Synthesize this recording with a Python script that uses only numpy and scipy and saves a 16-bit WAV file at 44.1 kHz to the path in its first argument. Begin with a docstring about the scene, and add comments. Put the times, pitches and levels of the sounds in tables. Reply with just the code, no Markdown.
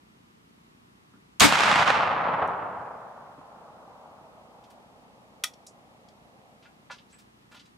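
"""Hiss and a faint camera purr, soft pats on a gunstock, then a black powder rifle fired under a timber shelter.
The cap cracks, the blast (shaped noise) overloads the microphone, the air under the roof booms (dying sines).
Trees and hills return the shot ever duller: hard echoes over a wash of scattered noise.
Then the lock is cocked and the gun shifted in the hands: short noise scrapes and rubs that ring steel and wood."""
import sys
import numpy as np
from scipy import signal
from scipy.fft import rfft, irfft
from scipy.io import wavfile
from scipy.ndimage import uniform_filter1d

SR = 44100
rng = np.random.default_rng(int(sys.argv[2]) if len(sys.argv) > 2 else 0)


def bounce(signal):
    """Save signal as a 16-bit WAV file at the path given by the first command-line argument."""
    frames = np.transpose(np.atleast_2d(signal))
    limited = np.clip(frames, -1, 1)
    pcm = np.round(limited * 32767).astype(np.int16)
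    wavfile.write(sys.argv[1], SR, pcm)


N = 342827
T = np.arange(N) / SR

CAP_S, BLAST_S, BOOM_S = 1.3977, 1.4057, 1.44  # onsets


def amp(db):
    """Decibels to gain."""
    return 10 ** (np.asarray(db) / 20)


def unit(x):
    """Scales to rms 1."""
    return x / np.sqrt(np.mean(x ** 2) + 1e-20)


def read(points, hz):
    """Interpolates a (Hz, value) table on a log-frequency axis."""
    f, value = np.transpose(points)
    return np.interp(np.log(hz + 1), np.log(f + 1), value)


def add(mix, start_s, sound):
    """Mixes a sound in at start_s, cut at the end of the mix."""
    part = mix[..., round(start_s * SR):][..., :sound.shape[-1]]
    part += sound[..., :part.shape[-1]]


def bins(size=4096):
    """Frequencies in Hz at which colours are given."""
    return np.fft.rfftfreq(size, 1 / SR)


def colour(x, db):
    """Minimum-phase filter of unit energy; db sets the shape of its response, one value per bin."""
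    log_gain = np.log(amp(np.maximum(db - db.max(), -100)))
    mirrored = np.r_[log_gain, log_gain[-2:0:-1]]
    response = np.exp(np.conj(signal.hilbert(mirrored)))
    taps = np.fft.ifft(response).real[:len(db)]
    return signal.oaconvolve(x, taps / np.linalg.norm(taps))[:len(x)]


def spread(mid, side):
    """Left and right from mid and side."""
    return np.array([mid + side, mid - side])


def ring(modes, size=12000):
    """Dying sines of a resonance; modes are (Hz, dB, t60 in s)."""
    t = T[:size]
    return sum(amp(db - 60 * t / t60_s) * np.sin(2 * np.pi * hz * t) for hz, db, t60_s in modes)


def hump(centre_hz, steep_db):
    """A broad peak in dB that falls with the square of the distance in octaves."""
    return -steep_db * np.log2((bins() + 1) / centre_hz) ** 2


def shelter(x, wet_db, t60_s, size=10000):
    """Dense reflections from roof, posts and bench, a little different left and right."""
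    t = T[:size]
    onset = np.clip((t - 0.002) / 0.0016, 0, 1)
    taps = rng.standard_normal((2, size)) * amp(-60 * t / t60_s) * onset
    taps = spread(taps[0], 0.5 * taps[1]) / np.linalg.norm(taps[0])
    return x + amp(wet_db) * signal.oaconvolve(x[None], taps, axes=1)[:, :N]


def background(floor_db=-62.5, purr_db=-50.5, turn_hz=29.42, size=1400):
    """Still air and microphone hiss; the camera's motor gives a soft knock of uneven strength at each turn."""
    # Spectrum of the hiss. Each row: frequency in Hz, level in dB.
    floor_spectrum = [(15, -66), (25, -38), (48, -11.5), (85, -20.5), (119, -10.5), (237, -8.5), (293, -13),
                      (372, -15.5), (436, -18.5), (554, -26.5), (991, -21.5), (1290, -22.5), (1470, -27.5),
                      (1920, -27), (14000, -41)]
    # Width of the hiss. Each row: frequency in Hz, side-to-mid ratio in dB.
    floor_width = [(60, -10), (130, -7.5), (290, -3.5), (640, 7), (1410, 6), (3100, 5.5), (6820, 0),
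                   (15000, -9.5)]
    hz = np.fft.rfftfreq(N, 1 / SR)
    top_cut = 1 + (hz / 14000) ** 16
    mid, side = rfft(rng.standard_normal((2, N))) * amp(read(floor_spectrum, hz)) / top_cut
    mid, side = irfft(mid, N), irfft(side * amp(read(floor_width, hz)), N)
    hiss = amp(floor_db) * spread(mid, side) / mid.std()
    turns = np.diff(np.floor(T * turn_hz), prepend=0) * amp(0.86 * rng.standard_normal(N))
    knock = ring([(222, 0.5, 0.027), (140, -12.5, 0.01)])[:size]
    return hiss + amp(purr_db) * signal.oaconvolve(turns, knock)[:N]


def hands(ring_db=-39, jingle_db=-56, size=8000):
    """Grainy rubs and pats stir the modes of the wooden stock; a small metal fitting jingles."""
    # Palms and sleeves on the stock. Each row: start in seconds, level in dB, fade in seconds,
    # brightest frequency in Hz, fall off that peak in dB per square octave.
    touches = [(1.135, -48.5, 0.0027, 168, 9), (1.133, -63, 0.0058, 1230, 24), (1.168, -62, 0.0029, 180, 8),
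               (3.376, -49.5, 0.0052, 162, 7), (4.637, -61.5, 0.0056, 3010, 6),
               (4.699, -61, 0.0084, 3180, 3), (6.622, -60.5, 0.011, 2500, 7),
               (6.649, -57, 0.008, 1880, 8.5), (6.898, -39, 0.0055, 1210, 7.5),
               (6.906, -46.5, 0.012, 3100, 8), (6.98, -54.5, 0.0062, 3040, 14),
               (7.091, -67, 0.017, 4970, 11), (7.125, -61, 0.01, 2060, 12), (7.183, -59.5, 0.01, 3280, 3),
               (7.513, -54, 0.01, 1390, 2.7), (7.542, -51.5, 0.0085, 1470, 2.7),
               (7.563, -53.5, 0.0084, 2800, 13), (7.592, -53, 0.0075, 3400, 11),
               (7.652, -62, 0.0068, 3540, 7)]
    # Modes of the wooden stock. Each row: frequency in Hz, level in dB, t60 in seconds.
    stock_modes = [(690, -11, 0.07), (1000, 3, 0.02), (1160, -16, 0.033), (1450, -1.5, 0.083),
                   (1730, 3.5, 0.022), (2780, -11, 0.09)]
    # Modes of the metal fitting. 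Each row: frequency in Hz, level in dB, t60 in seconds.
    jingle_modes = [(7600, -9, 0.17), (7900, 0, 0.14), (8250, -6.5, 0.15)]
    # Strikes of the metal fitting: start in seconds.
    jingle_starts = [7.127, 7.144]
    t, out = T[:size], np.zeros(N)
    for start_s, db, fade_s, hz, steep_db in touches:
        unevenness = amp(1.6 * np.minimum(rng.exponential(1, size), 4))
        grains = unit(rng.standard_normal(size) * unevenness)
        swell = t / fade_s * np.exp(1 - t / fade_s)
        rub = colour(grains * swell, hump(hz, steep_db))
        wood = signal.oaconvolve(rub, ring(stock_modes))[:size]
        add(out, start_s, amp(db) * (rub + amp(ring_db) * wood))
    for start_s in jingle_starts:
        add(out, start_s, amp(jingle_db) * ring(jingle_modes))
    return shelter(out, wet_db=-4.5, t60_s=0.16)


def lock(ring_db=-42, rise_s=0.00029, low_cut_hz=750, size=8000):
    """The sear scrapes and drops into its notch; the steel of lock and barrel rings briefly."""
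    # Steel parts of the lock. Each row: start in seconds, level in dB, scrape length in seconds,
    # brightest frequency in Hz, fall off that peak in dB per square octave, share reaching the body (0-1).
    clicks = [(2.474, -60, 0.0064, 7000, 7, .5), (5.4374, -23, 0.0076, 5400, -0.14, 1),
              (5.4415, -26, 0.0033, 5050, 1, .8), (5.536, -55.5, 0.0092, 4440, 8, 0.7),
              (5.666, -48, 0.0015, 5200, 6, .25), (5.669, -46, 0.0041, 6500, 13, 0.7),
              (5.672, -55.5, 0.025, 6550, 34, 0.04), (6.086, -59, 0.0084, 4460, 8, 0.57)]
    # Colour of the steel body. Each row: frequency in Hz, level in dB.
    body_colour = [(500, -54), (1000, -19.5), (1280, 1.5), (1600, -6), (1900, 3), (2230, -10), (2500, -2),
                   (3050, -6.5), (3400, 7), (3800, -4.5), (4600, 1.5), (5100, -5), (5560, 6.5), (6200, -2),
                   (8800, -6.5), (10800, -6.5), (12300, -14), (15000, -22)]
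    # Modes of lock and barrel. Each row: frequency in Hz, level in dB, t60 in seconds.
    steel_modes = [(1253, 4.5, 0.09), (1370, -2, 0.06), (3370, 5, 0.085), (4710, -3, .08), (5500, -8, .13),
                   (7350, -14, 0.11), (9650, -8, 0.08), (10900, -4, 0.077)]
    t, out = T[:size], np.zeros(N)
    for start_s, db, length_s, hz, steep_db, body in clicks:
        envelope = (1 - np.exp(-t / rise_s)) * np.exp(-(t / length_s) ** 3)
        scrape = rng.standard_normal(size) * envelope
        steel = signal.oaconvolve(scrape, ring(steel_modes))[:size]
        click = colour(scrape, body * read(body_colour, bins())) + body * amp(ring_db) * steel
        click = colour(click, hump(hz, steep_db))
        add(out, start_s, amp(db) * np.sqrt(length_s * SR) * click / np.linalg.norm(click))
    # small parts radiate little bass
    out = signal.sosfilt(signal.butter(2, low_cut_hz, "high", fs=SR, output="sos"), out)
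    return shelter(out, wet_db=-9.5, t60_s=0.13)


def travelled(hz, arrival_s, near_s=1.575, air_share=0.64, woods_s=1.925, woods_depth_s=0.63, woods_onset_s=0.41):
    """Colour in dB of an echo: air and foliage eat the treble on the way, the more so the later it arrives."""
    # Colour of echoes arriving at near_s. Each row: frequency in Hz, level in dB.
    near_colour = [(30, -62.5), (50, -37.5), (75, -18), (177, -9.5), (370, -17), (540, -8), (800, -1),
                   (1200, -0.4), (1900, -5.5), (2500, -7), (3360, -11), (7960, -24.5), (12600, -41),
                   (15000, -54)]
    # Loss on the way. Each row: frequency in Hz, loss relative to the middle band in dB per
    # second of travel; air_share scales it on open paths.
    path_loss = [(60, -2), (200, 4), (450, -1.5), (800, 1), (1300, 5.5), (2000, 14), (3200, 22.5),
                 (5000, 34), (8000, 52.5), (13000, 59.5)]
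    # echoes after woods_s also cross dense trees, worth up to woods_depth_s of extra unscaled travel
    woods = woods_depth_s * (1 - np.exp(-np.maximum(arrival_s - woods_s, 0) / woods_onset_s))
    return read(near_colour, hz) - read(path_loss, hz) * (air_share * (arrival_s - near_s) + woods)


def returned():
    """Each stretch of land swells in, holds while the shock front sweeps it and dies away; powers add."""
    # Land from the nearest trees to the farthest ridge. Each row: arrival in seconds, hold in seconds,
    # level in dB, rise in seconds, t60 in seconds.
    stretches = [(1.519, 0.07, -25, 0.039, 2.9), (1.678, 0.16, -23.5, 0.095, 0.022),
                 (1.88, 0.019, -21.5, 0.02, 0.038), (1.913, 0.072, -25, 0.057, 2.17),
                 (2.325, 0.042, -28, 0.26, 2.35), (3.701, 0.32, -51.5, 0.82, 7.6),
                 (5.901, 0.61, -61.5, 1, 3.04)]
    power = np.zeros(N)
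    for arrival_s, hold_s, db, rise_s, t60_s in stretches:
        early_s = np.maximum(arrival_s - T, 0)
        late_s = np.maximum(T - arrival_s - hold_s, 0)
        power += (np.exp(-(early_s / rise_s) ** 2) * amp(db - 60 * late_s / t60_s)) ** 2
    return np.sqrt(power) * (T > BLAST_S)


def scatter(grain_db, smooth_s, per_s=7000):
    """Countless small reflections of uneven size, which merge as they come from further away."""
    unevenness = amp(grain_db * np.minimum(rng.exponential(1, N), 3))
    sparse = unit(rng.standard_normal(N) * unevenness * (rng.random(N) < per_s / SR))
    share = np.exp(-np.maximum(T - BLAST_S, 0) / smooth_s)
    return np.sqrt(share) * sparse + np.sqrt(1 - share) * rng.standard_normal(N)


def roll(flutter_db=0.73, size=2048):
    """The wooded slopes return the shot for seconds: scattered noise, coloured by its travel time."""
    # Width of the echoes. 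Each row: frequency in Hz, side-to-mid ratio in dB.
    echo_width = [(150, -23), (500, -13.5), (900, -7.5), (1600, -4.5), (6000, -8), (12000, -3)]
    # Lean of the early echoes. Each row: frequency in Hz, left-to-right ratio in dB.
    echo_lean = [(300, 0.5), (800, 1.5), (1800, -3), (6000, -2.5), (12000, -0.5)]
    sources = np.array([scatter(grain_db=3.5, smooth_s=2.4), scatter(grain_db=-4.0, smooth_s=1.0)])
    hz, frame_s, z = signal.stft(sources, SR, nperseg=size, noverlap=size * 3 // 4)
    hz = hz[:, None]
    gain = amp(travelled(hz, np.maximum(frame_s, BLAST_S)))
    middle_band = (hz > 500) & (hz < 1600)
    gain /= np.sqrt(np.mean(gain ** 2 * middle_band, axis=0))
    # late echoes come from all round
    lean = amp(read(echo_lean, hz) / 2 * np.exp(-np.maximum(frame_s - 2.2, 0)))
    z = spread(z[0], z[1] * amp(read(echo_width, hz))) * gain * np.array([lean, 1 / lean])
    wash = signal.istft(z, nperseg=size, noverlap=size * 3 // 4)[1][:, :N]
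    flutter = uniform_filter1d(rng.standard_normal(N), size=700)
    flutter = unit(uniform_filter1d(flutter, size=300))
    return wash * returned() * amp(flutter_db * flutter)


def slaps(scatter_db=-10.0, blur=0.25, trail_s=0.0014, trail_growth_per_s=0.012, size=3000):
    """Broad surfaces return the shock front almost whole; from afar its trail is longer and softer in onset."""
    # Single hard echoes from trunks and banks. Each row: time in seconds, peak in dB,
    # left-to-right ratio in dB.
    hard_echoes = [(1.489, -12, 0), (1.523, -7, 0.5), (1.554, -7.5, -1), (1.605, -9.5, 7),
                   (1.634, -9.5, -9), (1.644, -14, -5.5), (1.693, -12, -3), (1.712, -8.5, -2.5),
                   (1.725, -13, 0), (1.756, -9.5, 3.5), (1.792, -11.5, -5), (1.811, -15, -1.5),
                   (1.826, -11.5, -4.5), (1.875, -13, -2), (1.901, -9, -5), (2.021, -18.5, 0),
                   (2.074, -18, 0.5), (2.281, -21, 0), (2.335, -19.5, 0), (2.418, -15, -0.5),
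                   (2.484, -28.5, -1), (2.613, -30, 0)]
    t, out = T[:size], np.zeros((2, N))
    for arrival_s, db, pan_db in hard_echoes:
        smear_s = trail_growth_per_s * (arrival_s - BLAST_S) ** 2
        envelope = np.exp(-t / (trail_s + smear_s)) * (1 - np.exp(-t / (blur * smear_s)))
        trail = rng.standard_normal(size) * envelope
        front = signal.unit_impulse(size) + amp(scatter_db) * trail
        crack = colour(front, travelled(bins(), arrival_s))
        gain = amp(db + np.array([[pan_db], [-pan_db]]) / 2)
        add(out, arrival_s + 0.001493, gain * crack / abs(crack).max())  # all start 1.493 ms after the table
    return out


def shot(cap_db=-17, blast_db=-13.5, front_db=-4, push_db=-25, boom_db=1, hold_s=0.044, fall_db_per_s=300,
         size=16000):
    """The cap's crack, then the shock front, its clatter round the shelter and a boom under the roof."""
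    # Spectrum of the cap, also of the shock front. Each row: frequency in Hz, level in dB.
    cap_spectrum = [(180, -68), (300, -46), (928, -12.5), (3170, -6.5), (3920, -9), (4620, -7),
                    (6400, -4.5), (15000, -25)]
    # Spectrum of the clatter. Each row: frequency in Hz, level in dB.
    blast_spectrum = [(24, -49.5), (40, -15), (235, -5.5), (387, -11), (926, -3), (1410, -4.5),
                      (1960, -7.5), (2160, -4), (2920, -9), (4680, -11), (5170, -14), (8110, -16),
                      (15500, -35)]
    # Width of the clatter. Each row: frequency in Hz, side-to-mid ratio in dB.
    blast_width = [(60, 2.5), (500, 0.5), (1200, -4.5), (4000, -5), (12000, -5)]
    # Modes of the air under the roof. Each row: frequency in Hz, level in dB, t60 in seconds.
    roof_modes = [(218.6, -16, 0.23), (291, -1, 0.09), (151.76, -26, 0.22)]
    t, out = T[:size], np.zeros((2, N))

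    def noise(spectrum):
        """Noise burst of the given spectrum."""
        return colour(rng.standard_normal(size), read(spectrum, bins()))

    cap = spread(noise(cap_spectrum), 0.4 * noise(cap_spectrum))
    add(out, CAP_S, amp(cap_db) * cap * np.minimum(t / 0.00044, 1) * np.exp(-t / 0.011))
    front = spread(noise(cap_spectrum), 0.33 * noise(cap_spectrum))
    add(out, BLAST_S, amp(front_db) * front * np.exp(-t / 0.00089))
    side = irfft(rfft(noise(blast_spectrum)) * amp(read(blast_width, bins(size))), size)
    clatter = spread(noise(blast_spectrum), side)
    add(out, BLAST_S, clatter * amp(blast_db - fall_db_per_s * np.maximum(t - hold_s, 0)))
    u = t / 0.0049  # the muzzle gas pushes, then sucks back
    add(out, BLAST_S, amp(push_db) * (1 - u) * np.exp(-u))
    boom = ring(roof_modes, size=size) * (1 - np.exp(-t / 0.013))  # builds up over a few cycles
    late_boom = 0.5 * np.roll(boom, round(0.0012 * SR))
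    add(out, BOOM_S, amp(boom_db) * np.array([boom, late_boom]))
    return out


def scene():
    """The background, the handling, the echoes and the shot."""
    return background() + hands() + lock() + roll() + slaps() + shot()


def record(dry, ceiling=1.0, low_cut_hz=48, edge_hz=15800):
    """The microphone overloads softly on the blast; then the recorder's band limits."""
    flattened = ceiling * np.tanh(dry / ceiling)
    thinned = signal.sosfilt(signal.butter(4, low_cut_hz, "high", fs=SR, output="sos"), flattened)
    low_pass = signal.firwin(301, edge_hz, window=("kaiser", 9), fs=SR)
    return signal.oaconvolve(thinned, low_pass[None], "same")


dry = scene()
out = record(dry)
bounce(out)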